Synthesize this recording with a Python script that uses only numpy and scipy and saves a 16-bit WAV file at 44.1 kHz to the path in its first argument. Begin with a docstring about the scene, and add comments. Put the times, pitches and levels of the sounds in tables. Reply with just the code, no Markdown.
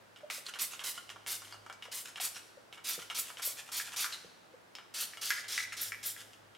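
"""Pump spray in a bedroom

A small plastic pump bottle is sprayed sixteen times close to a stereo microphone, almost straight ahead.
The finger takes up the slack with a tick, the jet hisses and turns to fine mist as pressure builds, and
the plunger slides back to its stop and twangs the spring. The liquid plops, the seal squeaks and, mostly
late on, the bottle knocks in the hand. An appliance hum and faint room tone lie underneath."""
import sys
import numpy as np
from scipy import signal
from scipy.fft import rfft, irfft, next_fast_len
from scipy.io import wavfile
from scipy.ndimage import uniform_filter1d, map_coordinates

SR = 44100
rng = np.random.default_rng(int(sys.argv[2]) if len(sys.argv) > 2 else 0)


def master_out(mix):
    """Clip the mix to full scale and print it as 16-bit PCM to the path in sys.argv[1]."""
    frames = np.transpose(np.atleast_2d(mix))
    ceiling = np.clip(frames, -1, 1)
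    pcm = np.round(ceiling * 32767).astype(np.int16)
    wavfile.write(sys.argv[1], SR, pcm)


N = 289737
T = np.arange(N) / SR
SIDE = np.array([[1], [-1]])   # adds to the left channel, subtracts from the right


def from_db(db):
    """Decibels to gain."""
    return 10 ** (np.asarray(db) / 20)


def rms_one(x):
    """Scale to rms 1."""
    return x / np.sqrt(np.mean(x ** 2) + 1e-20)


def at_hz(points, hz):
    """Read a table on a log-frequency axis."""
    rows = np.array(points, float)
    return np.interp(np.log(np.maximum(hz, 1)), np.log(rows[:, 0]), rows[:, 1])


def butter(x, order, hz, kind):
    """Apply a Butterworth filter."""
    return signal.sosfilt(signal.butter(order, hz, kind, fs=SR, output="sos"), x)


def colour(x, gain_at):
    """Filter by a gain that is a function of frequency."""
    size = next_fast_len(x.shape[-1])
    gain = gain_at(np.fft.rfftfreq(size, 1 / SR))
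    return irfft(rfft(x, size) * gain, size)[..., :x.shape[-1]]


def noise(spectrum):
    """Noise of a given spectrum, rms 1."""
    return rms_one(colour(rng.standard_normal(N), lambda hz: from_db(at_hz(spectrum, hz))))


def drift(rate_hz):
    """A smooth random wander, rms 1."""
    return rms_one(colour(rng.standard_normal(N), lambda hz: 1 / (1 + (hz / rate_hz) ** 2)))


def gate(t, length_s, attack_s, release_s):
    """An envelope that rises, holds until length_s and dies away."""
    return (1 - np.exp(-t / attack_s)) * np.exp(-np.maximum(t - length_s, 0) / release_s)


def ring(x, hz, t60):
    """One damped mode: a unit click sets a sine of height 1 ringing."""
    radius, angle = from_db(-60 / (t60 * SR)), 2 * np.pi * hz / SR
    return signal.lfilter([0, np.sin(angle)], [1, -2 * radius * np.cos(angle), radius ** 2], x + 1e-18)


def add(track, s, sound):
    """Mix a sound into a track at time s."""
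    at = int(np.clip(round(s * SR), 0, N - 1))
    track[at:at + len(sound)] += sound[:N - at]


def moving_echo(x, delay_s, sway, share):
    """A reflection off hand, head or door; its path changes as the arm moves."""
    lag = delay_s * np.exp(sway * drift(0.47)) * SR
    return share * map_coordinates(x, [np.arange(N) - lag], order=3)


def strike(contacts, modes, cycles, rattle_s, body_db, reach_octaves, snap_hz, crest_db):
    """A contact and its tiny rebounds snap, and ring one damped pitch and the modes near it."""
    out, t = np.zeros(N), np.arange(SR // 7) / SR
    for s, db, hz, snap_db, rattle_db in contacts:
        force = from_db(rattle_db - 14.5) * rng.standard_normal(len(t))
        force *= np.exp(-t / rattle_s) * (t > 0.001)
        force[0] = 1   # the contact itself, ahead of the rattle
        snap = from_db(snap_db + 6) * butter(force, 2, [snap_hz, 6800], "band")
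        sound = ring(force, hz, cycles / hz) + snap
        for mode_hz, mode_db, t60 in modes:
            nearness = 1 / (1 + (np.log2(mode_hz / hz) / reach_octaves) ** 2)
            grip_detune = 1 + rng.normal(0, 0.008)
            sound += nearness * from_db(body_db + mode_db) * ring(force, mode_hz * grip_detune, t60)
        onset_rms = np.std(sound[:SR // 200])
        add(out, s, from_db(db - crest_db) * sound / onset_rms)
    return out


# spectrum of the quiet bedroom: (frequency [Hz], level [dB])
ROOM_TONE_SPECTRUM = [(18, -34), (30, -24), (118, -5.5), (404, -3), (569, -2), (1160, -6), (1460, -5.5),
                      (1810, -7.5), (2170, -11.5), (4420, -16.5), (4780, -17), (5170, -18.5), (5900, -19.5),
                      (9220, -22.5), (16000, -29.5)]
# how alike it is at the left and right microphones: (frequency [Hz], coherence [0-1])
ROOM_TONE_COHERENCE = [(60, 0.5), (110, 0.64), (170, 0.08), (400, 0), (900, 0), (2000, 0), (8000, .4)]
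def room_tone(level_db=-62.5):
    """Soft noise from all round the microphone, widest in the low mids."""
    def side_gain(hz):
        coherence = at_hz(ROOM_TONE_COHERENCE, hz)
        return np.sqrt((1 - coherence) / (1 + coherence))
    side = colour(noise(ROOM_TONE_SPECTRUM), side_gain)
    return from_db(level_db) * (noise(ROOM_TONE_SPECTRUM) + side * SIDE)


# swell and fade of the hum: (time [s], relative level [dB])
HUM_LEVELS = [(0.0, -73), (0.38, -85), (1.59, -66), (1.94, -79), (3.46, -75.5), (5.01, -85), (5.8, -66.5),
              (6.5, -70), (6.57, -80)]
def appliance_hum(hz=104, trim_db=-0.5, motor_db=-14):
    """An appliance in the background: a wavering hum with a faint line an octave below."""
    level_db = np.interp(T, *np.transpose(HUM_LEVELS)) + trim_db + 1.8 * drift(4.3)
    phase = 2 * np.pi * np.cumsum(hz + 2 * drift(5.9)) / SR
    return from_db(level_db) * np.sqrt(2) * (np.sin(phase) + from_db(motor_db) * np.sin(phase / 2))


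# the finger takes up the slack: (time [s], tick level [dB], wait until the head seats [s])
TAKE_UPS = [(0.1612, -37, 0.045), (0.5385, -26, 0.018), (0.7939, -25.5, 0.019), (1.0927, -29, 0.0085),
            (1.8243, -27.5, 0.031), (2.1587, -25.5, 0.017), (2.727, -30.5, .048), (3.1005, -22.5, .007),
            (3.3711, -28.5, 0.02)]
# the plunger slides back to its stop:
# (stop time [s], slide length [s], relative slide level [dB], stop level [dB], twang level [dB])
RETURNS = [(0.488, 0.034, -45.5, -39, -45), (0.7357, 0.029, -44, -32.5, -49), (0.978, 0.036, -47, -31, -41),
           (1.5253, .1, -54.5, -30, -66), (2.0884, 0.04, -46.5, -38, -61), (2.3654, 0.023, -43, -31.5, -56),
           (3.024, 0.034, -48, -37, -47.5), (3.3026, 0.096, -48, -28, -57),
           (3.3968, 0.019, -52.5, -27, -60), (3.594, 0.027, -42, -52, -69), (3.69, .03, -53, -32, -64),
           (3.8798, 0.038, -44.5, -34, -58), (3.942, 0.025, -42.5, -29, -57), (4.143, 0.04, -46, -47, -62),
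           (5.737, .015, -44.5, -43, -62), (6.213, 0.04, -49, -50, -62)]
def plunger(overrun_s=0.0035, take_up_s=0.023, take_up_db=-25):
    """The seal rubs along its barrel with a grainy hiss, on the way back and at each take-up."""
    slides = [(stop - length, length + overrun_s, db) for stop, length, db, *_ in RETURNS]
    slides += [(s, take_up_s, db + take_up_db) for s, db, _ in TAKE_UPS]
    level, t = np.zeros(N), np.arange(SR // 5) / SR
    for s, length, db in slides:
        add(level, s, from_db(db) * gate(t, length, attack_s=0.0049, release_s=0.014))
    return seal_rub(level)


# spectrum of the seal on its barrel: (frequency [Hz], level [dB])
RUB_SPECTRUM = [(400, -20.5), (1400, 0.5), (2300, 1.5), (3100, 4), (4500, -3), (7000, -1.5), (12000, -8.5),
                (16000, -27)]
def seal_rub(level):
    """Grainy friction noise that follows a level curve, with one close reflection."""
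    rub = level * noise(RUB_SPECTRUM) * from_db(-4 + 3.3 * drift(190))
    return rub + moving_echo(rub, delay_s=0.000832, sway=0.21, share=0.4)


# the grip shifts or the head snaps down: (time [s], level [dB], pitch [Hz], relative snap [dB])
HANDLING_CLICKS = [(0.3008, -25, 1670, -20), (.466, -32.5, 4340, 18), (1.1014, -32, 3200, 20),
                   (1.1611, -31, 1250, -14), (1.2639, -25.5, 2380, 5), (1.42, -32.5, 1440, 7),
                   (1.5438, -31.5, 1110, 2), (1.6641, -29.5, 1404, 0), (1.699, -25, 1510, -8),
                   (1.7272, -32.5, 1480, 11), (2.2004, -22, 3440, -14), (2.9906, -31, 1410, -16),
                   (4.125, -25.5, 4250, 8), (4.7523, -26.5, 4700, -24), (4.7858, -29, 1800, -20),
                   (5.1724, -28, 2240, 6), (5.4436, -31.5, 2250, -18), (6.3333, -38, 3000, 10),
                   (6.55, -38.5, 3100, -5)]
# modes of the pump and cap: (frequency [Hz], level [dB], t60 [s])
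PUMP_MODES = [(846, -26, 0.0095), (1380, -10, 0.056), (1510, -8, 0.012), (2265, -1.5, 0.037),
              (2860, -2, 0.059), (3050, 2.5, 0.014), (3210, 2.5, .018), (3680, 3, 0.008),
              (5140, 2.5, 0.015), (6470, -33, .012)]
def clicks():
    """Small stiff pump parts tick and die at once: bright at take-up, duller as they seat or stop."""
    # each contact: (time [s], level [dB], pitch [Hz], relative snap [dB], relative rattle [dB])
    ticks = [(s, db, 3300, -2, -9) for s, db, _ in TAKE_UPS]
    seats = [(s + wait, db - 4, 1680, -4, -3.5) for s, db, wait in TAKE_UPS]
    stops = [(s, db, 1500, 0, -14.5) for s, _, _, db, _ in RETURNS]
    handling = [(s, db, hz, snap_db, -10.5) for s, db, hz, snap_db in HANDLING_CLICKS]
    sound = strike(ticks + seats + stops + handling, PUMP_MODES, cycles=4.5, rattle_s=0.016,
                   body_db=-11, reach_octaves=0.68, snap_hz=2310, crest_db=16)
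    return butter(sound, 2, 650, "high")


def spring(low_hz=1419, high_hz=2994, t60=0.1, low_db=-1.5, tick_db=-21.5):
    """Both modes of the coil ring on after a stop; a take-up tick stirs only the high one."""
    stops, ticks = np.zeros((2, N))
    for s, *_, db in RETURNS:
        add(stops, s, from_db([db]))
    for s, db, _ in TAKE_UPS:
        add(ticks, s, from_db([db + tick_db]))
    return from_db(low_db) * ring(stops, low_hz, t60) + ring(stops + ticks, high_hz, t60)


# liquid plopping in the bottle: (time [s], level [dB], starting pitch [Hz], swell [s])
PLOPS = [(.232, -40.5, 596, 0.015), (.38, -48.5, 580, 0.0039), (1.884, -46, 570, 0.0032),
         (2.201, -39, 736, 0.0032), (2.571, -46.5, 542, 0.0098), (2.979, -39.5, 483, .002),
         (2.983, -52.5, 172, 0.0018), (2.989, -48, 390, .001), (3.474, -41, 580, .002),
         (4.246, -44.5, 464, 0.00083), (4.25, -57, 162.7, .004), (4.538, -47.5, 505, .009)]
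def plops(rise=0.48, decay_cycles=1.5):
    """An air pocket in the liquid swells, rings briefly and rises a little in pitch."""
    out, t = np.zeros(N), np.arange(SR // 12) / SR
    for s, db, hz, swell_s in PLOPS:
        swell = np.minimum(t / swell_s, 1) ** 0.33
        decay = np.exp(-np.maximum(t - swell_s, 0) * hz / decay_cycles)
        add(out, s, from_db(db) * swell * decay * np.sin(2 * np.pi * hz * t * (1 + rise * t)))
    return out


def flow(start, crest, end, open_db, crest_db, build_s, attack_s, shut_s, sag_db=6):
    """The valve opens, pressure builds to a crest, and the flow dies when the plunger bottoms out."""
    t = np.arange(int((end - start + 0.1) * SR)) / SR + start
    build = np.exp(np.minimum(t - crest + 0.005, 0) / build_s)
    sag = np.clip((t - crest) / (end - crest), 0, 1)
    level_db = open_db + (crest_db - open_db) * build - sag_db * sag
    return from_db(level_db) * gate(t - start, end - start, attack_s, shut_s)


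# presses of the pump, in relative levels: (start [s], crest [s], end [s], opening jet [dB],
# crest jet [dB], opening mist [dB], crest mist [dB], sizzle [dB])
PRESSES = [(0.299, 0.35, 0.39, -42.5, -45.5, -49, -47, -55),
           (0.586, 0.622, 0.656, -40.5, -39.5, -45, -35.5, -31),
           (.836, 0.894, 0.92, -40.5, -42.5, -42, -41, -41),
           (1.268, 1.323, 1.365, -43, -40.5, -41.5, -40.5, -39),
           (1.914, 1.957, 2.016, -42, -45.5, -51, -41.5, -54),
           (2.202, 2.255, 2.277, -45, -39, -40.5, -37, -42),
           (2.842, 2.901, 2.958, -44, -39, -46, -41.5, -33),
           (3.146, 3.199, 3.208, -39, -39, -45, -32.5, -36),
           (3.419, 3.465, 3.523, -39, -43, -41.5, -42, -27),
           (3.716, 3.781, 3.82, -44.5, -39, -44, -38.5, -36),
           (3.96, 4.017, 4.065, -41, -36, -42.5, -39.5, -33.5),
           (4.939, 5.016, 5.05, -43.5, -38.5, -46, -39, -34.5),
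           (5.212, 5.305, 5.41, -39, -42.5, -44.5, -51.5, -36),
           (5.479, 5.53, 5.64, -45, -39, -49.5, -47, -45),
           (5.765, 5.825, 5.89, -43.5, -43, -52, -42, -31.5),
           (6.028, 6.071, 6.12, -44.5, -44, -46.5, -40, -30.5)]
# spectra of the coarse drops, the jet and the mist at close range: (frequency [Hz], level [dB])
SPUTTER_SPECTRUM = [(100, -60), (300, -14), (600, -7.5), (900, -7), (1350, 0), (2000, 0), (2700, -10),
                    (5000, -48)]
JET_SPECTRUM = [(1300, -43), (2000, -7.5), (2600, -2), (3600, 0), (5000, 1), (6500, -1), (7800, -9.5),
                (9500, -5.5), (14000, -32)]
MIST_SPECTRUM = [(5000, -22.5), (7300, -1.5), (8600, -2), (10300, -2), (12000, -2.5), (13500, -3.5),
                 (15000, -8.5), (16000, -12)]
def spray():
    """Coarse drops sputter, the jet hisses, and fine mist adds the top at full pressure."""
    jet, mist = np.zeros((2, N))
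    for start, crest, end, jet_open, jet_crest, mist_open, mist_crest, _ in PRESSES:
        times = start, crest, end
        add(jet, start, flow(*times, jet_open, jet_crest, build_s=0.037, attack_s=0.0027, shut_s=0.0057))
        add(mist, start, flow(*times, mist_open, mist_crest, build_s=0.01, attack_s=0.0032, shut_s=0.015))
    sputter = jet * from_db(-10.5 - 0.58 * T)   # coarse drops grow fewer as the pump is primed
    hiss = sputter * noise(SPUTTER_SPECTRUM) * from_db(2.7 * drift(210))
    hiss += jet * noise(JET_SPECTRUM) * from_db(-0.5 + 1.1 * drift(270))
    hiss += mist * noise(MIST_SPECTRUM) * from_db(-0.65 + 2.24 * drift(300))
    near_echo = moving_echo(hiss, delay_s=0.000685, sway=0.297, share=0.27)
    far_echo = moving_echo(hiss, delay_s=0.0024, sway=0.163, share=0.15)
    return hiss + near_echo + far_echo


def spits(hiss, per_s=45, size_db=10, band_hz=(2500, 12000)):
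    """Now and then a bigger drop bursts at the nozzle, its strength following the hiss."""
    drive = np.sqrt(np.abs(uniform_filter1d(hiss ** 2, SR // 100)))   # rms over 10 ms
    drops = (rng.random(N) < per_s / SR) * rng.uniform(0.94, 2, N) * drive
    return from_db(size_db) * butter(drops, 1, band_hz, "band")


# the bottle knocks in the hand: (time [s], level [dB], pitch [Hz], gap to the first rebound [s])
KNOCKS = [(.3008, -26, 2330, 0.00086), (3.799, -24, 1660, 0.0044), (4.0438, -20, 1380, .007),
          (5.135, -34, 1890, .004), (5.3048, -14.5, 1730, .0062), (5.3824, -28, 1890, .005),
          (5.5782, -17, 2040, 0.0097), (5.637, -29, 2100, .006), (5.723, -28, 2230, .006),
          (5.9205, -23.5, 2050, .0095), (6.164, -35.5, 1870, .004)]
# rebounds of a hard knock: (delay [gaps], level re the knock [dB], relative snap [dB])
REBOUNDS = [(1, -7.5, 0), (2.601, -6.5, -17)]
# modes of the hollow bottle: (frequency [Hz], level [dB], t60 [s])
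BOTTLE_MODES = [(1466, -37, 0.023), (1678, -2.5, 0.066), (1874, -12, 0.066), (1980, -2, 0.11),
                (2034, -2.5, 0.2), (2237, 1.5, 0.045), (2650, -35, .02), (3830, -22, .02),
                (5340, 14, 0.065), (6880, -46, .025)]
def knocks(hard_db=-14, rattle_db=-8):
    """The hand damps the ring of a bottle too small to radiate bass; each knock rebounds twice."""
    contacts = []
    for s, db, hz, gap in KNOCKS:
        force_db = db - hard_db   # a softer knock has less snap and weaker rebounds
        contacts.append((s, db, hz, 10 + 1.2 * force_db, rattle_db))
        for delay, loss_db, snap_db in REBOUNDS:
            contacts.append((s + delay * gap, db + loss_db + 0.2 * force_db, hz, snap_db, rattle_db))
    blows = strike(contacts, BOTTLE_MODES, cycles=11, rattle_s=0.0077,
                   body_db=-22, reach_octaves=0.71, snap_hz=3160, crest_db=11)
    return butter(blows, 6, 1240, "high")


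# spectrum of the finest droplets at the nozzle: (frequency [Hz], level [dB])
SIZZLE_SPECTRUM = [(7000, -40), (10000, -5), (11300, -0.5), (12000, 4.5), (13000, -3), (14200, -4),
                   (16000, -9)]
def sizzle(lead_s=0.015, length_s=0.026, fade_db=5.5):
    """Just before each crest the liquid sheet breaks into the finest droplets, then eases off."""
    level, t = np.zeros(N), np.arange(SR // 6) / SR
    fade = from_db(-fade_db * np.minimum(t / length_s, 1))
    shape = fade * gate(t, length_s, attack_s=0.0024, release_s=0.0066)
    for _, crest, *_, db in PRESSES:
        add(level, crest - lead_s, from_db(db) * shape)
    hiss = level * noise(SIZZLE_SPECTRUM) * from_db(-3 + 1.5 * drift(300))
    return hiss + moving_echo(hiss, delay_s=0.0013, sway=0.25, share=0.28)


# squeaks of the seal: (time [s], length [s], level [dB], pitch [Hz])
SQUEAKS = [(0.463, 0.0056, -40, 4200), (0.72, 0.033, -54, 6800), (1.519, 0.022, -52.5, 4680),
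           (2.346, 0.028, -52.5, 5600), (4.122, 0.028, -43, 4090)]
def squeaks(width_hz=260):
    """The seal sticks and slips, and chirps roughly around one pitch."""
    out, t = np.zeros(N), np.arange(SR // 12) / SR
    for s, length, db, hz in SQUEAKS:
        chirp = colour(rng.standard_normal(len(t)), lambda f: 1 / (1 + ((f - hz) / width_hz) ** 2))
        add(out, s, from_db(db) * rms_one(chirp) * gate(t, length, attack_s=0.0018, release_s=0.004))
    return out


def glance(x, from_hz=7500):
    """Short waves glance off hand and hair and reach the two microphones differently."""
    treble = butter(x, 2, from_hz, "high")
    return moving_echo(treble, delay_s=0.0013, sway=0.22, share=0.32) * SIDE


# decay of the bedroom: (frequency [Hz], t60 [s])
ROOM_T60 = [(300, 1), (1300, 0.58), (3500, 0.97), (8000, 0.65), (15000, 0.66)]
# its tail at the microphone: (frequency [Hz], level [dB])
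ROOM_TAIL = [(300, -12.5), (1300, -6), (3500, -9), (8000, -9), (15000, -17)]
# its stereo width: (frequency [Hz], side re mid [0-1])
ROOM_WIDTH = [(300, 0.9), (700, 1), (2000, 0.49), (4500, 0.46), (9000, 0.57), (14000, 0.6)]
def room_response(onset_s=0.0026, early_db=-9, early_s=0.036):
    """Dense early reflections and a tail that dies band by band, partly alike in both channels."""
    t = np.arange(SR // 2) / SR
    edges, response = np.geomspace(120, 17000, 11), 0
    white = rng.standard_normal((2, 2, len(t)))
    early = np.exp(-t / early_s)
    early *= from_db(early_db) / np.linalg.norm(early)
    for band, (low, high) in enumerate(zip(edges, edges[1:])):
        hz = np.sqrt(low * high)
        late = from_db(-60 * t / at_hz(ROOM_T60, hz))
        late *= from_db(at_hz(ROOM_TAIL, hz)) / np.linalg.norm(late)
        mid, side = butter(white[band % 2], 2, [low, high], "band")
        response += np.hypot(late, early) * (mid + at_hz(ROOM_WIDTH, hz) * side * SIDE)
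    return response * np.minimum(t / onset_s, 1) ** 2


def bedroom(x, spots=5):
    """As the arm travels, the bottle passes from one spot's reflections to the next's."""
    wet, place = 0, np.linspace(0, spots - 1, N)
    for spot in range(spots):
        nearness = np.sqrt(np.maximum(1 - np.abs(place - spot), 0))
        wet += signal.fftconvolve((x * nearness)[None], room_response(), axes=1)[:, :N]
    return wet


# where the hand holds the bottle before the microphone: (time [s], left minus right [dB])
BOTTLE_PAN = [(0.3, -1), (0.8, -3), (1.3, -0.5), (2.2, 0), (2.9, -2), (3.3, 0.5), (3.8, -0.2), (4.1, -0.5),
              (4.9, .8), (5.4, -0.5), (6.1, 0.5)]
def scene():
    """The bottle moves about the head, close to the microphone and near centre, with the room behind."""
    hiss = spray() + sizzle() + plunger()
    bottle = hiss + spits(hiss) + squeaks() + clicks() + spring() + knocks() + plops()
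    pan = from_db(np.interp(T, *np.transpose(BOTTLE_PAN)) * SIDE / 2)
    return bottle * pan + glance(bottle) + bedroom(bottle) + room_tone() + appliance_hum()


def record(dry, low_cut_hz=47, high_cut_hz=15900):
    """The microphone drops the deep bass; the top is cut steeply."""
    high_cut = signal.ellip(12, 0.1, 80, high_cut_hz, fs=SR, output="sos")
    return signal.sosfilt(high_cut, butter(dry, 8, low_cut_hz, "high"))


dry = scene()
out = record(dry)
master_out(out)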